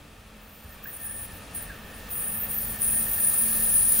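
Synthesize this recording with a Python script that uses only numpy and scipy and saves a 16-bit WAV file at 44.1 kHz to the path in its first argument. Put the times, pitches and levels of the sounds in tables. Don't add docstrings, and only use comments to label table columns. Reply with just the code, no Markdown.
import sys
import numpy as np
from scipy import signal
from scipy.fft import rfft, irfft
from scipy.io import wavfile
from scipy.ndimage import uniform_filter1d

SR = 44100
rng = np.random.default_rng(int(sys.argv[2]) if len(sys.argv) > 2 else 0)


def wav_record(signal):
    frames = np.transpose(np.atleast_2d(signal))
    bounded = np.clip(frames, -1, 1)
    quanta = np.round(bounded * 32767).astype(np.int16)
    wavfile.write(sys.argv[1], SR, quanta)


N = 176400
T, HZ = np.arange(N) / SR, np.arange(N // 2 + 1) * SR / N

# (frequency [Hz], bandwidth [Hz], level [dB])
LOW_CLUSTER_MODES = [(8598, 112, -20), (8821, 102, -9), (8990, 120, -11), (9110, 120, -10), (9260, 85, 0),
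                     (9420, 60, -7), (9520, 110, -9), (9650, 40, -7), (9722, 65, -2), (9925, 140, -7),
                     (10190, 120, -4), (10393, 150, -10), (10595, 110, -9), (10820, 349, -16)]
HIGH_CLUSTER_MODES = [(13095, 100, -5), (13290, 83, -4), (13539, 100, -4), (13778, 125, -5),
                      (14000, 110, 0), (14240, 130, -1), (14451, 130, -3), (14672, 135, -1),
                      (14902, 135, -1), (15115, 140, 0), (15350, 160, -2), (15560, 130, -5),
                      (15720, 110, -11)]
RAIL_RING_MODES = [(1640, 90, -9), (1735, 60, -3), (1818, 65, 0)]
# (time [s], level [dB])
LOW_ENVELOPE = [(0.0, -78), (0.37, -72), (0.71, -60.5), (0.86, -69), (0.95, -40.5), (0.99, -54),
                (1.02, -41), (1.25, -42), (1.27, -55.5), (1.54, -61.5), (1.55, -33.5), (1.73, -63),
                (1.88, -63.5), (1.97, -51.5), (2.07, -68), (2.13, -39), (2.25, -33), (2.47, -47.5),
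                (2.51, -34.5), (2.57, -46), (2.65, -37), (2.66, -46), (2.73, -35.5), (2.78, -53),
                (2.82, -28.5), (2.84, -28.5), (2.92, -28), (2.99, -27), (3.06, -37), (3.19, -36.5),
                (3.23, -25), (3.38, -29), (3.43, -26.5), (3.45, -30), (3.56, -28), (3.59, -30.5),
                (3.63, -28), (3.81, -23.5), (3.99, -27.5), (4.0, -21.5)]
HIGH_ENVELOPE = [(0.0, -71), (0.32, -70), (0.53, -56), (0.69, -64), (0.73, -49), (0.8, -68), (0.85, -55),
                 (0.86, -67), (0.88, -42), (0.98, -51), (1.06, -39), (1.08, -47), (1.25, -41.5),
                 (1.29, -60), (1.37, -47), (1.43, -67), (1.53, -66), (1.55, -39), (1.61, -49), (1.63, -40),
                 (1.68, -56), (1.94, -57), (1.97, -52), (2.06, -58), (2.12, -33.5), (2.33, -37),
                 (2.34, -38), (2.44, -27.5), (2.47, -40), (2.52, -30), (2.73, -34.5), (2.77, -42),
                 (2.83, -31.5), (3.02, -32), (3.12, -29), (3.25, -30), (3.79, -29.5), (3.85, -32.5),
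                 (3.98, -25.5), (4.0, -22)]
RING_ENVELOPE = [(0, -68), (.66, -63.5), (.73, -55), (.82, -68), (.875, -45), (.96, -59.5), (1.08, -46.5),
                 (1.15, -52.5), (1.53, -58), (1.58, -46), (1.65, -59), (1.705, -47), (1.77, -54),
                 (2.5, -50), (2.9, -50.5), (2.95, -43.5), (3.02, -50.5), (3.49, -46.5), (4, -49)]
# (time [s], duration [s], frequency [Hz], bandwidth [Hz], level [dB])
RAIL_SQUEALS = [(.43, .03, 15500, 500, -57), (.56, .06, 13350, 350, -58), (.62, .2, 14250, 90, -59),
                (.841, .01, 15400, 700, -36), (.885, .035, 15200, 700, -39), (.95, .15, 14250, 80, -49),
                (1.15, .25, 9930, 45, -45), (1.6, .08, 9925, 45, -46), (2.375, .06, 13105, 70, -32),
                (2.585, .045, 13100, 70, -29), (3.15, .1, 14010, 70, -35)]
# (time [s], start frequency [Hz], end frequency [Hz], level [dB])
RAIL_TWANGS = [(.855, 1600, 1815, -39), (1.697, 1810, 1540, -39)]
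# (harmonic number [1], level [dB])
HUM_HARMONICS = [(1, -1), (2, -7.5), (4, -9), (5, 0)]
# (time [s], frequency [Hz], level [dB])
RUMBLE_THUDS = [(.66, 74.6, -43), (1.096, 95, -46), (1.225, 70, -42), (1.34, 84, -40)]
# (frequency [Hz], level [dB])
RUMBLE_SPECTRUM = [(15, -5), (32, -20), (42, 3), (58, 0), (100, -0.5), (150, -4.5), (200, -5), (260, -9),
                   (340, -19.5), (600, -52.5)]
ROAR_SPECTRUM = [(180, -24), (295, 1), (350, -5.5), (440, 1.5), (590, 0.5), (720, -1.5), (930, -2),
                 (1020, -7.5), (1130, -1.5), (1270, 0), (1430, -4), (1700, -4.5), (1980, -8.5), (2400, -5),
                 (2620, -2), (2880, -7.5), (3250, -7), (3700, -11), (4500, -15), (8000, -33.5)]
HISS_SPECTRUM = [(2000, -4.5), (3500, -1), (5000, 0.5), (7000, -1), (8400, -1), (11000, -2.5),
                 (12600, -6.5), (16000, -4)]
# (time [s], level [dB])
HUM_ENVELOPE = [(0, -65), (.11, -57.5), (.92, -63), (1.24, -58.5), (1.8, -57), (2.2, -51), (3.2, -48.5),
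                (3.7, -45.5), (4, -47.5)]
RUMBLE_ENVELOPE = [(0, -53), (.6, -54), (.66, -51), (.8, -52), (1.15, -49.5), (1.33, -48), (1.5, -46),
                   (1.75, -48), (1.95, -47), (2.5, -45), (3.1, -44), (3.45, -47.5), (4, -43)]
ROAR_ENVELOPE = [(0, -52.5), (.4, -52), (.9, -49.5), (1.65, -46.5), (1.85, -47), (2.6, -44), (3.6, -43),
                 (3.88, -44.5), (4, -43)]
HISS_ENVELOPE = [(0, -61), (.44, -61.5), (1.1, -56), (1.6, -53.5), (1.83, -57.5), (2.1, -52), (2.39, -55),
                 (2.53, -50.5), (3.56, -43), (3.85, -44), (4, -39.5)]


def rail_song():
    lead_rad = np.interp(HZ, [8700, 10600], [2.1, 1.25])
    low = cluster(LOW_CLUSTER_MODES, flicker_db=3.2, flicker_hz=3.1, rise_db_per_s=5.5,
                  side_db=-14, lead_rad=lead_rad, pan_db=2)
    high = cluster(HIGH_CLUSTER_MODES, flicker_db=2.2, flicker_hz=7.7, side_db=-16.5, pan_db=0.5)
    contact = wheel_jolts()
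    low *= envelope(LOW_ENVELOPE) * undb(4 + 0.66 * contact + wander(250))
    high *= envelope(HIGH_ENVELOPE) * undb(0.1 + 0.84 * contact + wander(250))
    between = noise(resonance(12010, 400) + 0.24 * resonance(10700, 2500), side_db=-12)
    between *= envelope(HIGH_ENVELOPE) * undb(-17.5 + 8 * (T - 3) + 1.8 * wander(12))
    return low + high + between


def cluster(modes, flicker_db, flicker_hz, rise_db_per_s=0, **stereo):
    edge_hz = 10050
    core_width_hz = 42
    total, power = 0, 0
    for hz, width, db in modes:
        approach_db = (hz > edge_hz) * rise_db_per_s * (T - 3.5)
        gain = undb(db + flicker_db * wander(flicker_hz) + approach_db)
        core = undb(-11) * np.sqrt(width / core_width_hz) * resonance(hz, core_width_hz)
        total += gain * noise(np.hypot(resonance(hz, width), core), **stereo)
        power += gain ** 2
    return total / np.sqrt(power)


def wheel_jolts(per_second=30, decay_s=0.01):
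    kicks = (rng.random(N) < per_second / SR) * rng.uniform(.5, 1, N)
    jolts = signal.lfilter([1], [1, -np.exp(-1 / (decay_s * SR))], kicks)
    jolts -= uniform_filter1d(jolts, size=SR // 6)
    return jolts / jolts.std()


def squeals():
    return sum(noise(resonance(hz, width), side_db=-17) * undb(db) * np.exp(-2 * ((T - at) / span) ** 2)
               for at, span, hz, width, db in RAIL_SQUEALS)


def rail_ring():
    shape = np.sqrt(sum((undb(db) * resonance(hz, width)) ** 2 for hz, width, db in RAIL_RING_MODES))
    ring = noise(shape, side_db=-9, lead_rad=0.41, pan_db=-3)
    return ring * envelope(RING_ENVELOPE) * undb(.7 * wander(22))


def twangs(glide_s=.009, attack_s=.003, decay_s=.016):
    total = 0
    for at, start_hz, end_hz, db in RAIL_TWANGS:
        age = np.maximum(T - at, 0)
        pitch_hz = end_hz + (start_hz - end_hz) * np.exp(-age / glide_s)
        phase = 2 * np.pi * np.cumsum(pitch_hz) / SR
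        flutter = wander(130) * np.sin(phase) + wander(130) * np.cos(phase)
        gain = 2 * undb(db) * np.minimum(age / attack_s, 1) * np.exp(-age / decay_s)
        total += gain * (np.sin(phase) + .5 * flutter)
    return total


def locomotive(engine_hz=43.27, thud_s=0.011):
    phase = 2 * np.pi * np.cumsum(engine_hz * (1 + 0.0029 * wander(3.24))) / SR
    hum = sum(undb(db + 2.97 * wander(7.3)) * np.sin(k * phase + 0.16 * k * wander(10.6))
              for k, db in HUM_HARMONICS)
    hum *= envelope(HUM_ENVELOPE) * undb(-.5)
    rumble = noise(spectrum(RUMBLE_SPECTRUM), side_db=np.interp(HZ, [80, 300], [-27, -14]), pan_db=-0.1)
    rumble *= envelope(RUMBLE_ENVELOPE) * undb(.5)
    thuds = sum(undb(db) * np.exp(-((T - at) / thud_s) ** 2) * np.sin(2 * np.pi * hz * (T - at))
                for at, hz, db in RUMBLE_THUDS)
    return np.sqrt(2) * (hum + thuds) + rumble


def wagons():
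    roar = noise(spectrum(ROAR_SPECTRUM), side_db=-9.5, lead_rad=.1, pan_db=1.1)
    roar *= envelope(ROAR_ENVELOPE) * undb(-.5 + .5 * wander(6.4))
    hiss = noise(spectrum(HISS_SPECTRUM), side_db=-9, pan_db=-0.2)
    hiss *= envelope(HISS_ENVELOPE) * undb(2 + .5 * wander(30))
    return roar + hiss


def noise(shape, side_db, lead_rad=0, pan_db=0):
    mid, side = rfft(rng.standard_normal((2, N))) * shape
    sign = np.array([[1], [-1]])
    channels = (mid + sign * undb(side_db) * side) * np.exp(sign * 1j * lead_rad / 2)
    stereo = irfft(channels, N) * undb(sign * pan_db / 2)
    return stereo / np.sqrt(np.mean(stereo ** 2))


def wander(rate_hz):
    drift = irfft(rfft(rng.standard_normal(N)) * np.exp(-(HZ / rate_hz) ** 2), N)
    return drift / np.sqrt(np.mean(drift ** 2))


def resonance(hz, width):
    return 1 / (1 + (2 * (HZ - hz) / width) ** 2)


def spectrum(rows):
    hz, db = np.array(rows).T
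    return undb(np.interp(np.log(HZ + 1), np.log(hz), db))


def envelope(rows):
    return undb(np.interp(T, *np.array(rows).T))


def undb(db):
    return 10 ** (np.asarray(db) / 20)


def scene():
    return rail_song() + squeals() + rail_ring() + twangs() + locomotive() + wagons()


def record(dry):
    cutoff_hz = 15750
    return signal.sosfilt(signal.ellip(12, .1, 80, cutoff_hz, fs=SR, output="sos"), dry)


dry = scene()
out = record(dry)
wav_record(out)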